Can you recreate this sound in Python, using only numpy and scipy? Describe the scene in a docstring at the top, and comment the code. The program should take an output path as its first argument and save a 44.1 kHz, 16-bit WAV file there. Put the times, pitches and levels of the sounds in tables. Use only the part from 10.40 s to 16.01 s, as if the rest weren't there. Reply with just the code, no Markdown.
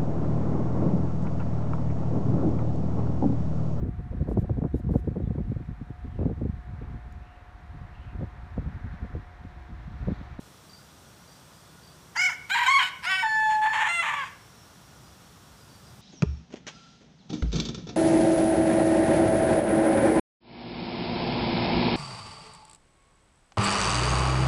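"""Crickets chirp on a back lawn at dusk, over a far insect chorus and town rumble.
Then a rooster crows, much louder: two short syllables and a long one. Its voice box flips
between a bright low register (a way of vibrating), a purer high one and a chaotic rasp.
Fences and walls echo the crow. The crickets make each chirp with a few wing strokes."""
import sys
import numpy as np
from scipy import signal
from scipy.fft import rfft, irfft, next_fast_len
from scipy.io import wavfile
from scipy.ndimage import uniform_filter1d

SR = 44100
rng = np.random.default_rng(int(sys.argv[2]) if len(sys.argv) > 2 else 0)


def bounce(signal):
    """Save signal as a 16-bit WAV file at the path given by the first command-line argument."""
    frames = np.transpose(np.atleast_2d(signal))
    limited = np.clip(frames, -1, 1)
    pcm = np.round(limited * 32767).astype(np.int16)
    wavfile.write(sys.argv[1], SR, pcm)


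N = 247401
T = np.arange(N) / SR

# the tune in each register, one table a note: time_s, pitch_hz, level_db
LOW_NOTES = [
    [(1.762, 685.7, -29), (1.78, 695, -29.5), (1.796, 709.7, -23.5), (1.82, 740.3, -24.5),
     (1.864, 738.8, -23.5), (1.89, 717.7, -30.5), (1.9, 732.3, -40), (1.92, 751, -32.5), (1.935, 720, -52)],
    [(2.098, 711.5, -41), (2.108, 736.7, -33.5), (2.12, 781.8, -28), (2.137, 811.8, -29),
     (2.15, 803.2, -33), (2.185, 793.4, -33), (2.24, 776, -30), (2.27, 784, -31.5), (2.285, 803, -34.5)],
    [(2.39, 794.6, -27.5), (2.405, 798.3, -33), (2.416, 750.8, -29.5), (2.435, 738.9, -29),
     (2.47, 757.5, -42)],
    [(2.65, 662.7, -39.5), (2.66, 683.4, -42), (2.675, 717, -33), (2.69, 744.9, -32), (2.707, 767.4, -33.5),
     (2.74, 753.5, -32.5), (2.775, 756.4, -34), (2.825, 752.2, -32.5), (2.835, 746, -43)],
    [(3.483, 670, -30.5), (3.493, 689.3, -29), (3.53, 690.3, -29.5), (3.57, 688, -30), (3.6, 677, -28),
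     (3.617, 674.7, -30), (3.627, 654, -36.5)],
    [(3.63, 613.1, -43), (3.7, 591, -37), (3.755, 579, -37.5), (3.775, 571, -37), (3.8, 562.3, -33.5),
     (3.825, 530.6, -38), (3.845, 503.6, -38)],
]
HIGH_NOTES = [
    [(2.148, 959.6, -25), (2.165, 970.2, -26), (2.22, 954.2, -24), (2.255, 927.3, -30), (2.27, 960, -33.5)],
    [(2.275, 967.6, -31), (2.284, 1038, -21.5), (2.298, 1064, -21.5), (2.312, 1099, -23.5),
     (2.376, 1102, -21), (2.39, 1040, -26.5), (2.415, 992, -35), (2.43, 955, -45.5)],
    [(2.826, 937.3, -34), (2.833, 902.5, -28.5), (2.85, 877.8, -28), (2.88, 876.2, -27.5),
     (3.0, 870.7, -29.5), (3.09, 864.6, -27), (3.21, 857, -31), (3.25, 870.2, -28.5), (3.42, 882.1, -33.5),
     (3.485, 892, -46.5)],
]
# harmonics as the neck and beak colour them, one table a note: pitch_multiple, gain_db
LOW_HARMONICS = [
    [(1, -23), (2, -7.5), (3, -0.5), (4, -17), (5, -29.5), (6, -29.5), (7, -13), (8, -21), (9, -19.5),
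     (10, -23.5), (11, -29), (12, -33.5)],
    [(1, -14), (2, 2), (3, -1), (4, -5), (5, -13), (6, -34), (7, -26.5), (8, -36), (9, -21), (10, -28.5),
     (11, -31), (12, -33.5), (13, -34), (14, -50), (15, -40.5), (16, -35)],
    [(1, -19.5), (2, 2.5), (3, -2.5), (4, -1.5), (5, -9.5), (6, -35.5), (7, -25), (8, -37)],
    [(1, -10), (2, 3), (3, 1.5), (4, -6.5), (5, -15), (6, -27), (7, -13.5), (8, -52.5), (9, -17.5),
     (10, -37), (11, -30.5), (12, -28), (13, -35)],
    [(1, -16.5), (2, -3.5), (3, -1.5), (4, -5), (5, -13), (6, -17.5), (7, -34.5), (8, -27.5), (9, -32.5),
     (10, -23), (11, -36.5), (12, -17), (13, -35), (14, -42)],
    [(1, -21), (2, 1.5), (3, 0.5), (4, -5.5), (5, -16.5), (6, -17.5), (7, -22), (8, -31.5)],
]
HIGH_HARMONICS = [
    [(1, 2), (2, -3.5), (3, -14.5), (4, -21.5)],
    [(1, 0.5), (2, 0.5), (3, -11), (4, -16.5), (5, -31), (6, -28.5), (7, -30), (8, -29), (9, -41.5),
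     (10, -47), (11, -51.5), (12, -46.5)],
    [(1, 2.5), (2, -1.5), (3, -23.5), (4, -22), (5, -25.5), (6, -33), (7, -54), (8, -26.5), (9, -40.5),
     (10, -41.5), (11, -42.5)],
]
# the texture of each note: calm_wobble_percent, rasp_db, rasp_tilt_db, beak_air_db
LOW_TEXTURE = [(0.36, -46.5, 16, -69.5), (0.303, -44, 12.5, -59.5), (.3, -48.5, 4.5, -61.5),
               (0.246, -45.5, 11.5, -66.5), (0.2015, -50, 12, -70.5), (.3, -47, -1, -80.5)]
HIGH_TEXTURE = [(0.091, -47.5, 4.6, -80), (.55, -45, 11, -63), (0.072, -56.5, 10.9, -84)]
# every second cycle is stronger, adding tones halfway between the harmonics: time_s, gain_db
HALF_TONES = [(2.68, -37), (2.7, 1.5), (2.76, 1), (2.775, -18.5), (2.8, -1.5), (2.815, -25.5),
              (2.83, -48.5)]
# the high register breaks in: middle_s, half_length_s
HIGH_FLIPS = [(2.165, .009), (2.197, .006), (2.223, .008), (2.254, .008)]
# fast trembles of the voice: first_crest_s, length_s, rate_hz, pitch_swing_percent, level_swing_db
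TREMBLES = [(1.796, .08, 43, 2.6, 1.5), (2.307, .075, 28.2, 2.4, -.5)]
# the voice breaks into a rasp: start_s, length_s, level_db, end_level_db, tilt_db (more is brighter)
RASP_BURSTS = [(1.766, 0.0152, -24, -34.5, 2), (1.895, 0.0344, -27.5, -49.5, 3.5),
               (2.1, 0.0095, -35.5, -36, 3.5), (2.148, 0.1265, -26.5, -27, 1.5),
               (2.39, 0.03446, -23, -26.5, 0.5), (2.428, 0.0588, -29.5, -40.5, 8),
               (2.63, 0.0249, -39, -28, 4.5), (2.825, 0.00965, -33.5, -28.5, -1.5),
               (3.097, .05, -40, -44, 4), (3.219, 0.105, -38, -40.5, 1), (3.26, 0.0112, -29.5, -32.5, -2.5),
               (3.336, 0.1405, -27, -28.5, 1), (3.627, 0.1285, -27.5, -32, 2),
               (3.769, 0.117, -36.5, -44, 4.5)]
# throat colour of the rasp in each short syllable, then early and late in the long one: freq_hz, gain_db
THROAT_COLOURS = [
    [(290, -65), (500, -39), (927, -0.5), (1250, -14), (1620, -1.5), (2200, -8.5), (2500, -27.5),
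     (2970, -15.5), (4250, -46), (5130, -29.5), (6640, -29.5), (7890, -42), (15500, -54.5)],
    [(290, -84.5), (500, -59), (954, 3), (1270, -11.5), (1530, -2.5), (1720, -4.5), (2260, 0), (2650, -12),
     (3060, -7.5), (3480, -21.5), (4130, -18.5), (6180, -39.5), (6740, -28), (12900, -49.5), (15500, -59)],
    [(290, -70.5), (500, -53), (968, 9), (1120, -8), (2010, 1), (3060, -12.5), (3530, -19.5), (5200, -19),
     (6180, -38.5), (9110, -31.5), (15500, -58.5)],
    [(290, -77.5), (500, -59), (586, -20), (726, -21), (888, -7.5), (968, -6), (1200, -9.5), (1290, -14.5),
     (1750, -8.5), (2260, -12), (3380, -20), (4910, -49), (6930, -32.5), (13400, -61.5), (15500, -65.5)],
]
# when the throat takes its next shape: time_s
THROAT_CHANGES_S = [2.02, 2.56, 3.0]
# echoes off fences and walls: delay_s, gain_db
WALL_ECHOES = [(0.033, -7.5), (.07, -28), (.125, -29), (0.188, -42.5)]
# cricket chirps: start_s, level_db, pitch_hz, stroke_count
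CRICKET_CHIRPS = [(0.292, -46.5, 4690, 2.65), (.36, -53, 4932, 2.48), (.876, -50.5, 4710, 2.74),
                  (.925, -52, 6040, 1.54), (1.126, -56.5, 4910, 2.9), (1.216, -57, 4400, 3.35),
                  (1.432, -50, 4676, 2.97), (3.795, -51, 4820, 2.93), (4.638, -52.5, 4920, 2.37),
                  (4.85, -61, 4410, 2.8), (5.168, -53, 4920, 2.53), (5.297, -53, 4646, 3.55),
                  (5.465, -52, 4860, 1.95)]
# bands of far insects: pitch_hz, width_hz, loudest_db, loudest_at_s, swell_period_s, dip_db
INSECT_BANDS = [(1437.5, 25, -69, 0.46, 4.3, 9), (3393, 270, -72.5, 1.67, 3.1, 4),
                (5474, 220, -68, 4.17, 5, 11), (5729, 400, -66.5, 2.77, 9.96, 9),
                (8400, 230, -70, 1.6, 5.2, 10.5)]
# colour of the town's rumble and hiss: freq_hz, gain_db
TOWN_COLOUR = [(12, -58), (20, -36.5), (39, -19.5), (59, -3), (157, -1), (252, -10), (521, -13.5),
               (1270, -13.5), (1460, -16), (2280, -22.5), (4090, -21), (4700, -23), (5260, -22),
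               (8440, -25.5), (15600, -33)]


def rooster():
    """The whole crow. Early in the second syllable one register swells while the other is choked."""
    high_turn = sum(np.exp(-((T - middle_s) / half_s) ** 4) for middle_s, half_s in HIGH_FLIPS)
    taking_turns = (T > HIGH_NOTES[0][0][0]) & (T < HIGH_NOTES[0][-1][0])
    low_turn = taking_turns * (1 - high_turn)
    low = voice_register(LOW_NOTES, LOW_HARMONICS, LOW_TEXTURE, fade_s=.006, duck_db=-13 * high_turn)
    high = voice_register(HIGH_NOTES, HIGH_HARMONICS, HIGH_TEXTURE, fade_s=.004, duck_db=-15 * low_turn)
    return low + high + voice_rasp() + beak_air()


def voice_register(notes, harmonics, textures, fade_s, duck_db):
    """The voice box sings a stack of harmonics; the more rasp, the more pitch and level wobble."""
    rasp_gain = envelopes(*np.transpose(RASP_BURSTS)[:4]).sum(axis=0)
    rasp_wobble = 1.9 * rasp_gain / undb(-27)  # 1.9 percent more when the rasp is at -27 dB
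    wander = (drift(160) + .7 * drift(700)) / 100
    shimmer_db = 1.2 * drift(130)
    half_tone_db = np.interp(T, *np.transpose(HALF_TONES))
    # the overtones of the held note sink, then snap back at 3.212 s
    from_choke = np.maximum((3.212 - T) / .055, (T - 3.212) / .006)
    choke_db = -20 * np.clip(1 - from_choke, 0, 1) ** .5
    bend, swing_db = voice_tremble()
    out = np.zeros(N)
    for note, timbre, texture in zip(notes, harmonics, textures):
        time_s, pitch_hz, level_db = np.transpose(note)
        on = slice(int(time_s[0] * SR), int(time_s[-1] * SR))
        t = T[on]
        wobble = texture[0] + rasp_wobble[on]
        sung_hz = np.interp(t, time_s, pitch_hz) * (bend[on] + wobble * wander[on])
        phase = 2 * np.pi * np.cumsum(sung_hz) / SR
        fade = np.clip(np.minimum(t - time_s[0], time_s[-1] - t) / fade_s, 0, 1)
        sung_db = np.interp(t, time_s, level_db) + wobble * shimmer_db[on] + swing_db[on] + duck_db[on]
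        gain = np.sqrt(2) * fade * undb(sung_db)
        for multiple in np.arange(1, len(timbre) + .5, .5):
            tone_db = np.interp(multiple, *np.transpose(timbre)) + (multiple % 1 > 0) * half_tone_db[on]
            if tone_db.max() < -60:  # too quiet to hear
                continue
            # each tone flickers and drifts on its own, the higher ones more
            flicker_db = min(multiple, 5) * np.minimum(.25 + .4 * wobble, .7) * drift(110, len(t))
            slow_db = min(multiple - 1, 4) * .7 * drift(18, len(t) + SR)[:len(t)]
            tone_db = tone_db + flicker_db + slow_db + (multiple > 1) * choke_db[on]
            out[on] += gain * undb(tone_db) * np.sin(multiple * phase + rng.uniform(0, 2 * np.pi))
    return out


def voice_tremble(fade_s=.013):
    """The voice trembles quickly: gives a pitch multiplier and a level change in dB."""
    bend, swing_db = np.ones(N), np.zeros(N)
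    for crest_s, length_s, rate_hz, percent, db in TREMBLES:
        fade = np.clip(1 + np.minimum(T - crest_s, crest_s + length_s - T) / fade_s, 0, 1)
        tremble = np.cos(2 * np.pi * rate_hz * (T - crest_s)) * fade
        bend += percent / 100 * tremble
        swing_db += db * tremble
    return bend, swing_db


def voice_rasp(rate_hz=900, jitter=.3, scatter_db=2.2):
    """Membranes in the voice box slap with uneven timing and strength, making the throat ring."""
    gap_luck, size_luck = rng.standard_normal((8000, 2)).T
    slap_at = np.cumsum(SR / rate_hz * np.exp(jitter * gap_luck)).astype(int)
    slaps = np.zeros(N)
    slaps[slap_at[slap_at < N]] = undb(scatter_db * size_luck[slap_at < N])
    # loud bursts, plus a faint breathy rasp under every note
    bursts = np.transpose(RASP_BURSTS)
    _, breathy_db, breathy_tilt_db, _ = np.transpose(LOW_TEXTURE + HIGH_TEXTURE)
    gains = np.vstack([envelopes(*bursts[:4]), note_envelopes(breathy_db)]) + 1e-9
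    tilt_db = np.append(bursts[4], breathy_tilt_db) @ gains / gains.sum(axis=0)
    gain = np.sqrt((gains ** 2).sum(axis=0)) * undb(2.0 * drift(60))
    rings = [coloured(slaps, colour) for colour in THROAT_COLOURS]
    ring = np.choose(np.searchsorted(THROAT_CHANGES_S, T), rings)
    body = filtered(ring, lambda f: 1 / (1 + (f / 1500) ** 4))
    treble = filtered(ring, lambda f: 1 / (1 + (4500 / (f + 1)) ** 4))
    middle = ring - body - treble
    return gain * (undb(-tilt_db) * body + middle + undb(2 * tilt_db) * treble)


def beak_air(centre_hz=12960, width_hz=2200):
    """Air swirls at the beak during each note: a high, grainy sizzle."""
    band = filtered(rng.standard_normal(N), lambda f: 1 / (1 + ((f - centre_hz) / width_hz * 2) ** 4))
    air_db = np.transpose(LOW_TEXTURE + HIGH_TEXTURE)[3]
    return unit(band) * note_envelopes(air_db).max(axis=0) * undb(2.0 * drift(80))


def yard_echoes(sound, decay_s=.662, tail_db=-11, smear_s=.00386):
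    """Fences and walls add a few smeared echoes and a dull tail that falls 60 dB in decay_s."""
    t = T[:SR]
    tail = rng.standard_normal(SR) * undb(-60 * t / decay_s) * (t > .01)
    echoes = unit(tail) * undb(tail_db) / np.sqrt(SR)
    for delay_s, gain_db in WALL_ECHOES:
        smear = rng.standard_normal(SR) * np.exp(-((t - delay_s) / smear_s) ** 2)
        echoes += unit(smear) * undb(gain_db) / np.sqrt(SR)
    dull_echoes = filtered(echoes, lambda f: 1 / (1 + (f / 5000) ** 2))
    return sound + signal.fftconvolve(sound, dull_echoes)[:N]


def crickets(period_s=.039, stroke_s=.012, echo_s=.014, echo_db=-5, blur_db=-2):
    """Each wing stroke is a short, falling, nearly pure tone; a wall repeats it and a hedge blurs it."""
    chirps = np.zeros(N)
    uneven_db = 2.5 * drift(150)
    for start_s, level_db, pitch_hz, stroke_count in CRICKET_CHIRPS:
        t = T - start_s
        stroke = t // period_s
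        progress = np.clip(t % period_s / stroke_s, 0, 1)
        effort = np.clip(.7 + .3 * stroke, 0, 1) * np.clip((stroke_count - stroke) / 2, 0, 1) * (t >= 0)
        tone = np.sin(2 * np.pi * np.cumsum(pitch_hz * (1.02 - .045 * progress)) / SR)
        chirps += undb(level_db + uneven_db) * effort * np.sin(np.pi * progress) * tone
    wall_echo = undb(echo_db) * np.roll(chirps, int(echo_s * SR))
    t = T[:SR // 4]
    hedge = unit(rng.standard_normal(len(t)) * np.exp(-t / .0465) * (t > .01))
    blur = signal.fftconvolve(chirps, hedge * undb(blur_db) / np.sqrt(len(t)))[:N]
    return chirps + wall_echo + blur


def insect_chorus():
    """Many far insects blend into soft bands of noise that swell and throb."""
    out = np.zeros(N)
    for pitch_hz, width_hz, loudest_db, loudest_at_s, period_s, dip_db in INSECT_BANDS:
        swell_db = loudest_db - dip_db * np.sin(np.pi * (T - loudest_at_s) / period_s) ** 2
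        throb_db = 1.4 * drift(3.59) + 1.7 * drift(25)
        band = filtered(rng.standard_normal(N), lambda f: 1 / (1 + ((f - pitch_hz) / width_hz * 2) ** 2))
        out += undb(swell_db + throb_db) * unit(band)
    return out


def town_rumble(level_db=-52):
    """The town's low rumble swells slowly under a smooth hiss."""
    noise = coloured(rng.standard_normal(N), TOWN_COLOUR)
    rumble = filtered(noise, lambda f: 1 / (1 + (f / 220) ** 4))
    hiss = noise - rumble
    swell_db = np.interp(T, [0, 2.5, 4.2, 5.6], [-2.0, -1.24, .12, 3.5]) + .3 * drift(2.5)
    return undb(level_db) * (hiss + undb(swell_db) * rumble)


def envelopes(start_s, length_s, level_db, end_db, rise_db_per_s=1800, fall_db_per_s=904):
    """Loudness over time, one row an event: a steep rise, a sloping hold, a slower fall."""
    t = T - np.reshape(start_s, (-1, 1))
    length_s, level_db, end_db = (np.reshape(v, (-1, 1)) for v in (length_s, level_db, end_db))
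    hold_db = level_db + (end_db - level_db) * np.clip(t / length_s, 0, 1)
    return undb(hold_db - rise_db_per_s * np.maximum(-t, 0) - fall_db_per_s * np.maximum(t - length_s, 0))


def note_envelopes(level_db):
    """Envelopes that hold steady for as long as each note lasts."""
    start_s, end_s = np.transpose([(note[0][0], note[-1][0]) for note in LOW_NOTES + HIGH_NOTES])
    return envelopes(start_s, end_s - start_s, level_db, level_db)


def drift(rate_hz, n=N):
    """A smooth random wiggle of typical size 1, with rate_hz new values a second."""
    hold = int(SR / rate_hz)
    steps = np.repeat(rng.standard_normal(n // hold + 1), hold)
    return unit(uniform_filter1d(uniform_filter1d(steps, hold), hold)[:n])


def coloured(sound, colour):
    """Filter by a table of freq_hz, gain_db, then scale to level 1."""
    freq_hz, gain_db = np.transpose(colour)
    log_hz = np.log(freq_hz)
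    return unit(filtered(sound, lambda f: undb(np.interp(np.log(np.maximum(f, 1)), log_hz, gain_db))))


def filtered(sound, gain_at_hz):
    """Turn each frequency up or down by its own gain."""
    n = next_fast_len(len(sound))
    return irfft(rfft(sound, n) * gain_at_hz(np.arange(n // 2 + 1) * SR / n), n)[:len(sound)]


def unit(x):
    """Scale to an average (rms) level of 1."""
    return x / np.sqrt(np.mean(x ** 2))


def undb(db):
    """Turn decibels into a multiplier."""
    return 10 ** (np.asarray(db) / 20)


def scene():
    """The echoing crow over the evening background, in one channel."""
    return (yard_echoes(rooster()) + crickets() + insect_chorus() + town_rumble())[None]


def record(dry, top_hz=15400):
    """Cut away the very highest treble."""
    return signal.sosfilt(signal.ellip(10, .2, 80, top_hz, fs=SR, output="sos"), dry)


dry = scene()
out = record(dry)
bounce(out)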